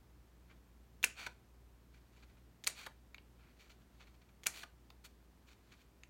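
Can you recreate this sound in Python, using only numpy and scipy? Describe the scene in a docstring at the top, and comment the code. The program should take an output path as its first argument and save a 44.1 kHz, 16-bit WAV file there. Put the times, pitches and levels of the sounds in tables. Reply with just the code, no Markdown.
"""Scissors snipping paper

Small scissors cut three slits into the punched edge of a paper sheet held over a desk.
Each snip: fibres snap, the blades clack shut (impact and modal ringing), then scrape open by
stick-slip friction and flick free of the sheet. Between snips the tips brush and tap the paper.
Shaped noise and decaying modes make every contact; a small room answers over low hum and hiss."""
import sys
import numpy as np
from scipy import signal
from scipy.fft import rfft, irfft, next_fast_len
from scipy.io import wavfile
from scipy.ndimage import map_coordinates

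SR = 44100
rng = np.random.default_rng(int(sys.argv[2]) if len(sys.argv) > 2 else 0)


def dump_mix(stems):
    """Bounce the given channels to the path in sys.argv[1] as a 16-bit WAV at rate SR."""
    frames = np.atleast_2d(stems).T  # one column per channel
    limited = np.clip(frames, -1, 1)  # hard clip at full scale
    pcm = np.round(limited * 32767).astype(np.int16)
    wavfile.write(sys.argv[1], SR, pcm)


N = 268701  # length in samples
TOP_HZ = 15950  # upper band limit
SIZE = 8192  # samples in one short sound or filter
AGE = np.arange(SIZE) / SR  # seconds since a sound began
TIME = np.arange(N) / SR  # seconds since the scene began


def amp(db):
    """Level law: decibels to amplitude ratio."""
    return 10 ** (np.asarray(db) / 20)


def unit(x):
    """Power normalisation: scale to rms 1."""
    return x / np.sqrt(np.mean(x ** 2) + 1e-20)


def packet(x):
    """Energy normalisation: scale the sum of squares to 1."""
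    return x / (np.linalg.norm(x) + 1e-20)


def along(points, hz):
    """Logarithmic frequency scale: interpolate (Hz, value) points on a log axis."""
    f, v = np.transpose(points)
    return np.interp(np.log(hz + 1), np.log(f + 1), v)


def fade(t, t60):
    """Exponential decay: amplitude falls 60 dB in t60 seconds."""
    return np.exp(-np.log(1000) * t / t60)


def wobble(rate):
    """Slow random modulation: a smooth curve through rate random knots a second."""
    knots = rng.standard_normal(int(N * rate / SR) + 4)
    return map_coordinates(knots, [TIME * rate])


def colour(x, spectrum):
    """Minimum-phase filtering: a folded cepstrum gives a causal filter with this spectrum."""
    gain = amp(along(spectrum, np.fft.rfftfreq(SIZE, 1 / SR)))
    cepstrum = irfft(np.log(gain))
    cepstrum[1:SIZE // 2] *= 2
    cepstrum[SIZE // 2 + 1:] = 0
    response = irfft(np.exp(rfft(cepstrum)))
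    return signal.fftconvolve(x, response)[:len(x)]


def tilted(spectrum, tilt):
    """Spectral tilt: tip a spectrum above 1 kHz by so many dB per octave."""
    return [(hz, level + tilt * np.log2(max(hz, 1000) / 1000)) for hz, level in spectrum]


def add(track, s, sound):
    """Superposition: sum a sound into the track at time s."""
    part = track[round(s * SR):][:len(sound)]
    part += sound[:len(part)]


def ring(hz, t60):
    """Modal vibration: one damped sine of energy 1."""
    return packet(np.sin(2 * np.pi * hz * AGE) * fade(AGE, t60))


def impact(spectrum, t60, chatter_db):
    """Impulsive excitation: a sharp blow and dying micro-contacts, coloured to energy 1."""
    force = amp(chatter_db) * packet(rng.standard_normal(SIZE) * fade(AGE, t60))
    force[0] += 1
    return packet(colour(force, spectrum))


def slips(count, rate):
    """Stick-slip friction: a dense run of tiny slips at random moments, of random size."""
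    happens = rng.random(count) < rate / SR
    spread_db = 1.5 * rng.standard_normal(count)
    return happens * rng.standard_normal(count) * amp(spread_db)


# Resonances of the rubbed blades: freq_hz, width_hz, level_db
BLADE_RESONANCES = [(1452.1, 250, -1.5), (2377.1, 230, 9), (3221.7, 620, -6.5), (4375.6, 280, 0),
                    (5771.6, 500, -1.5), (6694.4, 160, -8.5)]


def blades(x, ring_db):
    """Resonant response: rubbing makes the steel ring at its own frequencies."""
    modes = np.zeros(len(x))
    for hz, width, db in BLADE_RESONANCES:
        modes += amp(db) * signal.lfilter(*signal.iirpeak(hz, hz / width, SR), x)
    return x + amp(ring_db) * modes


def stroke(length, rise, sag_db, release_s, spectrum, ring_db, rate):
    """Sustained friction: a rub gathers speed for share rise, sags, then dies away."""
    t = np.arange(2 * SIZE) / SR
    rub = unit(blades(colour(slips(len(t), rate), spectrum), ring_db))
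    share = t / length
    speed_up = np.minimum(share / rise, 1)
    sag = amp(-sag_db * np.clip((share - rise) / (1 - rise), 0, 1))
    release = np.exp(-np.maximum(t - length, 0) / release_s)
    return rub * speed_up * sag * release


# Hum partials, rms before waver and drift: freq_hz, level_db
HUM_PARTIALS = [(59.2, -64), (119, -75.5), (177.8, -84)]
# Slow drift shared by hum and rumble: time_s, gain_db
DRONE_DRIFT = [(0, -0.5), (.8, 0), (2.7, -1), (3.3, -1.5), (6.1, -4.5)]
# Relative spectrum of the steady hiss: freq_hz, density_db (per Hz)
AIR_SPECTRUM = [(25, -27), (60, -1.5), (120, -3), (220, -1.5), (350, -4.5), (520, -11), (1000, -13.5),
                (1600, -17), (3200, -22.5), (6300, -26), (9000, -28), (10500, -30.5), (12500, -27),
                (15800, -29.5)]


def background():
    """Stationary noise and tones: a wavering hum and rumble under faint steady hiss."""
    hum = np.zeros(N)
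    for hz, db in HUM_PARTIALS:
        phase = 2 * np.pi * hz * TIME + 0.35 * wobble(7.6)
        hum += amp(db + 1.4 * wobble(12)) * np.sqrt(2) * np.sin(phase)
    rumble_spectrum = [(20, -41), (30, -24), (45, -3.0), (62, -3.5), (90, -10.0), (220, -15.5),
                       (500, -27.5), (1500, -58.5)]
    rumble = unit(colour(rng.standard_normal(N), rumble_spectrum))
    air = unit(colour(rng.standard_normal(N), AIR_SPECTRUM))
    drift = amp(np.interp(TIME, *np.transpose(DRONE_DRIFT)))
    return drift * (hum + amp(-70) * rumble) + amp(-69.5) * air


# Tips brushing the sheet: start_s, length_s, level_db, tilt_db_per_octave,
# skips (rounded to a whole number; none if not positive)
BRUSH_STROKES = [(.485, 0.03884, -67, -5.5, 0.5), (1.927, 0.05472, -71.5, -.5, 0.5),
                 (2.159, 0.02213, -67.5, -1, -0.5), (2.222, 0.01293, -63.5, -2.5, 1.5),
                 (3.351, 0.1595, -73, -4, -1), (3.584, .06, -65, 1.5, 0.5),
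                 (3.691, 0.027468, -61, 1.5, 0.5), (3.994, 0.04354, -62, -1.5, 3.5),
                 (5.465, .07, -65.5, 1.5, -0.5), (5.713, .026, -61, .5, -0.5), (5.8, .03, -71.5, 3, 0.5)]
# Relative spectrum of tip on paper: freq_hz, density_db (per Hz)
BRUSH_SPECTRUM = [(100, 1.5), (700, -4), (1300, 1.5), (2400, 0.5), (4500, -1.5), (5100, -9), (7000, -7),
                  (9000, -20), (15500, -19.5)]


def rustle():
    """Crackling noise: the sheet stirs faintly before and after a tip pushes it."""
    spread_s = .08
    stir = np.zeros(N)
    for s, length, db, *_ in BRUSH_STROKES:
        stir += amp(db) * np.exp(-((TIME - s - length / 2) / spread_s) ** 2 / 2)
    crackle = colour(slips(N, rate=3200), BRUSH_SPECTRUM)
    uneven = amp(3.5 * wobble(70))
    return amp(-16.5) * stir * unit(crackle * uneven)


SKIP_GAP_S, SKIP_LENGTH_S = .073, 0.016
SKIP_DB, SKIP_LOSS_DB = -5, 1.5  # first hop against the brush, further loss with each later hop


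def brushes():
    """Sliding friction: a tip drags over the paper and may skip on in ever fainter hops."""
    out = np.zeros(N)
    for s, length, db, tilt, skips in BRUSH_STROKES:
        rubs = [(s, length, db)]
        for k in range(round(skips)):
            rubs.append((s + SKIP_GAP_S * (k + 1), SKIP_LENGTH_S, db + SKIP_DB - SKIP_LOSS_DB * k))
        for start, span, level in rubs:
            rub = stroke(span, rise=0.29486, sag_db=3, release_s=0.0072,
                         spectrum=tilted(BRUSH_SPECTRUM, tilt), ring_db=-3, rate=9300)
            add(out, start, amp(level) * rub)
    return out * amp(2.0 * wobble(150))


# Reverberation time of the room: freq_hz, t60_s
ROOM_DECAY = [(150, .3), (1000, 0.22), (2600, 0.25413), (7000, 0.24256), (15000, 0.14)]


def room(x):
    """Diffuse reverberation: a decaying noise tail, longest in the bass.

    Each second of sound gets a fresh random tail, so no one tail's colour repeats."""
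    out = np.zeros(N)
    for start in range(0, N, SR):
        hz, t, z = signal.stft(rng.standard_normal(SR // 2), SR, nperseg=256)
        decay = fade(t, along(ROOM_DECAY, hz)[:, None])
        tail = signal.istft(z * decay, SR, nperseg=256)[1]
        onset = 1 - np.exp(-np.arange(len(tail)) / SR / 0.0023)
        tail = packet(tail * onset)
        add(out, start / SR, signal.fftconvolve(x[start:start + SR], tail))
    return colour(out, [(200, 4.5), (600, 6.5), (1500, -0.5), (2400, -1.0), (4500, -0.5),
                        (7000, -1), (15000, 0.5)])


def all_round(source, count):
    """Directional radiation: a different burst to each wall, the answers blending smoothly."""
    return sum(room(source()) for _ in range(count)) / np.sqrt(count)


# Relative spectrum of breaking fibres: freq_hz, density_db (per Hz)
CRACK_SPECTRUM = [(60, -24), (250, -8), (700, -11), (1200, -8.5), (2400, -1.5), (3600, -4), (5200, -11),
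                  (6500, -5.5), (9000, -13.5), (15500, -15)]
# Modes of the taut paper: ratio (multiple of the ring pitch), level_db, t60_s
SHEET_MODES = [(.58, -8, 0.00757), (.72, -7.5, 0.00806), (.89, -2.5, .007), (1.03, 0.5, 0.009554)]


def snap(crack_db, ring_db, hz):
    """Sudden release of tension: fibres crack and the taut paper rings for a few cycles."""
    sheet = np.zeros(SIZE)
    for k, (ratio, db, t60) in enumerate(SHEET_MODES):
        sheet += (-1) ** k * amp(db) * ring(hz * ratio, t60)
    crack = impact(CRACK_SPECTRUM, t60=0.02, chatter_db=13.5)
    return amp(crack_db) * crack + amp(ring_db) * packet(sheet)


# The blades bite into the edge: start_s, level_db
EDGE_BITES = [(1.029, -17), (2.6392, -25), (4.4345, -30.5)]
# One closing of the scissors: shut_s, clack_db, clack_tilt_db_per_octave, break_db,
# paper_ring_db, ring_hz
CLOSINGS = [(1.0444, -4.5, 0, -12.5, 0.5, 2620), (2.6742, -5, 0.1937, -14, -10.5, 4386),
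            (4.468, -4, 0.5632, -19, -15, 2435)]
BITE_GAP_S, BITE_HZ, BITE_RISE = 0.0046, 3375.1, 1.95  # each break rings higher by the factor
TEAR_LEAD_S, BREAK_LEAD_S = 0.0088, .0043  # before the blades shut


def snaps(paper_db, count=2):
    """Fracture in stages: the blades bite, the last strip tears, then breaks.

    paper_db raises or lowers the ring of that final break."""
    out = np.zeros(N)
    for s, db in EDGE_BITES:
        for k in range(count):
            bite = snap(crack_db=-2.5, ring_db=-5, hz=BITE_HZ * BITE_RISE ** k)
            add(out, s + k * BITE_GAP_S, amp(db) * bite)
    for s, _, _, break_db, ring_db, hz in CLOSINGS:
        add(out, s - TEAR_LEAD_S, snap(crack_db=-25, ring_db=-28.5, hz=3095.3))
        add(out, s - BREAK_LEAD_S, snap(break_db, ring_db + paper_db, hz))
    return out


# Relative spectrum of the closing blow, before its tilt: freq_hz, density_db (per Hz)
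CLACK_SPECTRUM = [(60, -21), (250, -14.5), (900, -7), (1500, 0.5), (2400, 2.5), (3300, -4), (4500, -3),
                  (7000, 1.5), (9800, -1.5), (11000, -4.5), (15500, -12.5)]
# Modes of the scissors: freq_hz, level_db (mean), t60_s
STEEL_MODES = [(1161.3, -20.5, 0.098118), (1445, -14.5, 0.059), (2347, -7.5, 0.03839), (2642.9, -15, 0.053),
               (4315, -14, 0.05697), (6184.7, -13.5, 0.032), (6949.5, -13, 0.048), (8479.6, -14, 0.037),
               (9978.9, -14.5, 0.02897)]


def clacks():
    """Impact and modal ringing: the blades slam shut; the hand soon damps the steel."""
    out = np.zeros(N)
    for s, db, tilt, *_ in CLOSINGS:
        steel = np.zeros(SIZE)
        for hz, level, t60 in STEEL_MODES:
            steel += amp(level + rng.normal(0, 1.5)) * ring(hz, t60)
        blow = impact(tilted(CLACK_SPECTRUM, tilt), t60=0.018, chatter_db=5.0)
        add(out, s, amp(db) * (blow + amp(-8) * steel))
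    return out


# Blades scraping along each other as they open: end_s, length_s, level_db, tilt_db_per_octave
SCRAPE_STROKES = [(1.261, .108, -48, -2.0135), (2.863, .12, -53.5, -0.8659), (4.63, .115, -52, 0.5),
                  (5.067, 0.028, -54.5, 1)]
# Relative spectrum of blade on blade, before its tilt: freq_hz, density_db (per Hz)
SCRAPE_SPECTRUM = [(100, -10.5), (700, -5), (1300, -2.5), (2400, -2.5), (4500, -1), (5200, -10.5),
                   (7000, -5.5), (9500, -12), (15500, -13.5)]


def scrapes():
    """Stick-slip friction: blade slides on blade under an uneven grip."""
    out = np.zeros(N)
    for end, length, db, tilt in SCRAPE_STROKES:
        ring_db = -3 - 4 * tilt  # a dull stroke rings the blades more than a bright one
        rub = stroke(length, rise=.39, sag_db=7, release_s=.005,
                     spectrum=tilted(SCRAPE_SPECTRUM, tilt), ring_db=ring_db, rate=7000)
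        add(out, end - length, amp(db) * rub)
    return out * amp(1.1 * wobble(150))


# Opening blades flicking off the sheet: time_s, scuff_db, resonance_db, flap_db, flap_hz
FLICK_EVENTS = [(1.2637, -14.5, 7.5, -23.5, 969.8), (2.863, -20.5, -17.5, -23, 1410),
                (4.6309, -22, 2, -27, 1446)]
# Relative spectrum of the scuff: freq_hz, density_db (per Hz)
SCUFF_SPECTRUM = [(80, -19), (300, -2.5), (900, -3), (1700, 6), (2400, -3.5), (3500, 1.5), (5500, -8.5),
                  (9000, -12), (15500, -18)]


def flicks():
    """Friction then free recoil: the sheet scuffs over the blade tips, then flaps back."""
    out = np.zeros(N)
    for s, scuff_db, ring_db, flap_db, hz in FLICK_EVENTS:
        drag = (AGE / .003) ** 2 * fade(AGE, .017) * rng.standard_normal(SIZE)
        scuff = packet(blades(colour(drag, SCUFF_SPECTRUM), ring_db))
        flap_spectrum = [(100, -13), (hz * .5, -8), (hz, 0), (hz * 1.169, -12), (hz * 4, -35)]
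        flap = impact(flap_spectrum, t60=0.042, chatter_db=7)
        add(out, s - .0015, amp(scuff_db) * scuff)
        add(out, s + 0.0057, amp(flap_db) * flap)
    return out


# Blade tips tapping the paper's edge: start_s, tick_db, centre_hz, bandwidth_octaves, tink_db
TAP_EVENTS = [(3.1454, -25.5, 2130, 2, -42.5), (3.1817, -31.5, 2660, 0.3875, -61.5),
              (4.903, -32.5, 2144, 5.4, -49), (6.035, -30.5, 2119, 0.67, -39)]
# Relative spectrum of the loose sheet's tick, before its band: freq_hz, density_db (per Hz)
TICK_SPECTRUM = [(80, -8), (500, -2.5), (1050, 6.5), (1700, -5), (2400, 5), (3400, -1.5), (5000, -4),
                 (6400, -29), (8000, -32.5), (15500, -11)]


def taps():
    """Light impact: the loose sheet gives a dry tick, the steel tip a faint tink."""
    out = np.zeros(N)
    grid = np.geomspace(50, TOP_HZ, num=40)
    for s, db, hz, octaves, tink_db in TAP_EVENTS:
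        # strongest around the centre
        band = -10 * np.log10(1 + (2 * np.log2(grid / hz) / octaves) ** 2)
        tick_spectrum = np.c_[grid, along(TICK_SPECTRUM, grid) + band]
        tick = impact(tick_spectrum, t60=0.01397, chatter_db=9.5)
        tink = packet(ring(6431, 0.02268) + ring(6981, 0.00962))
        add(out, s, amp(db) * tick + amp(tink_db) * tink)
    return out


def scene():
    """Direct and reverberant sound: scissors and paper close by, the room behind them."""
    handling = rustle() + brushes() + scrapes() + flicks() + taps()
    cuts = snaps(paper_db=0) + clacks()
    # the sheet beams its snap at the microphone, the steel radiates all round
    cut_tail = all_round(lambda: amp(-11.5) * snaps(paper_db=-3.5) + amp(-12.5) * clacks(), count=4)
    handling_tail = amp(-12.5) * room(handling)
    return (background() + handling + handling_tail + cuts + cut_tail)[None]


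def record(dry):
    """Band limitation: the recorder keeps nothing above its upper limit."""
    size = next_fast_len(N + SIZE)
    passed = np.fft.rfftfreq(size, 1 / SR) < TOP_HZ
    return irfft(rfft(dry, size) * passed, size)[:, :N]


dry = scene()
out = record(dry)
dump_mix(out)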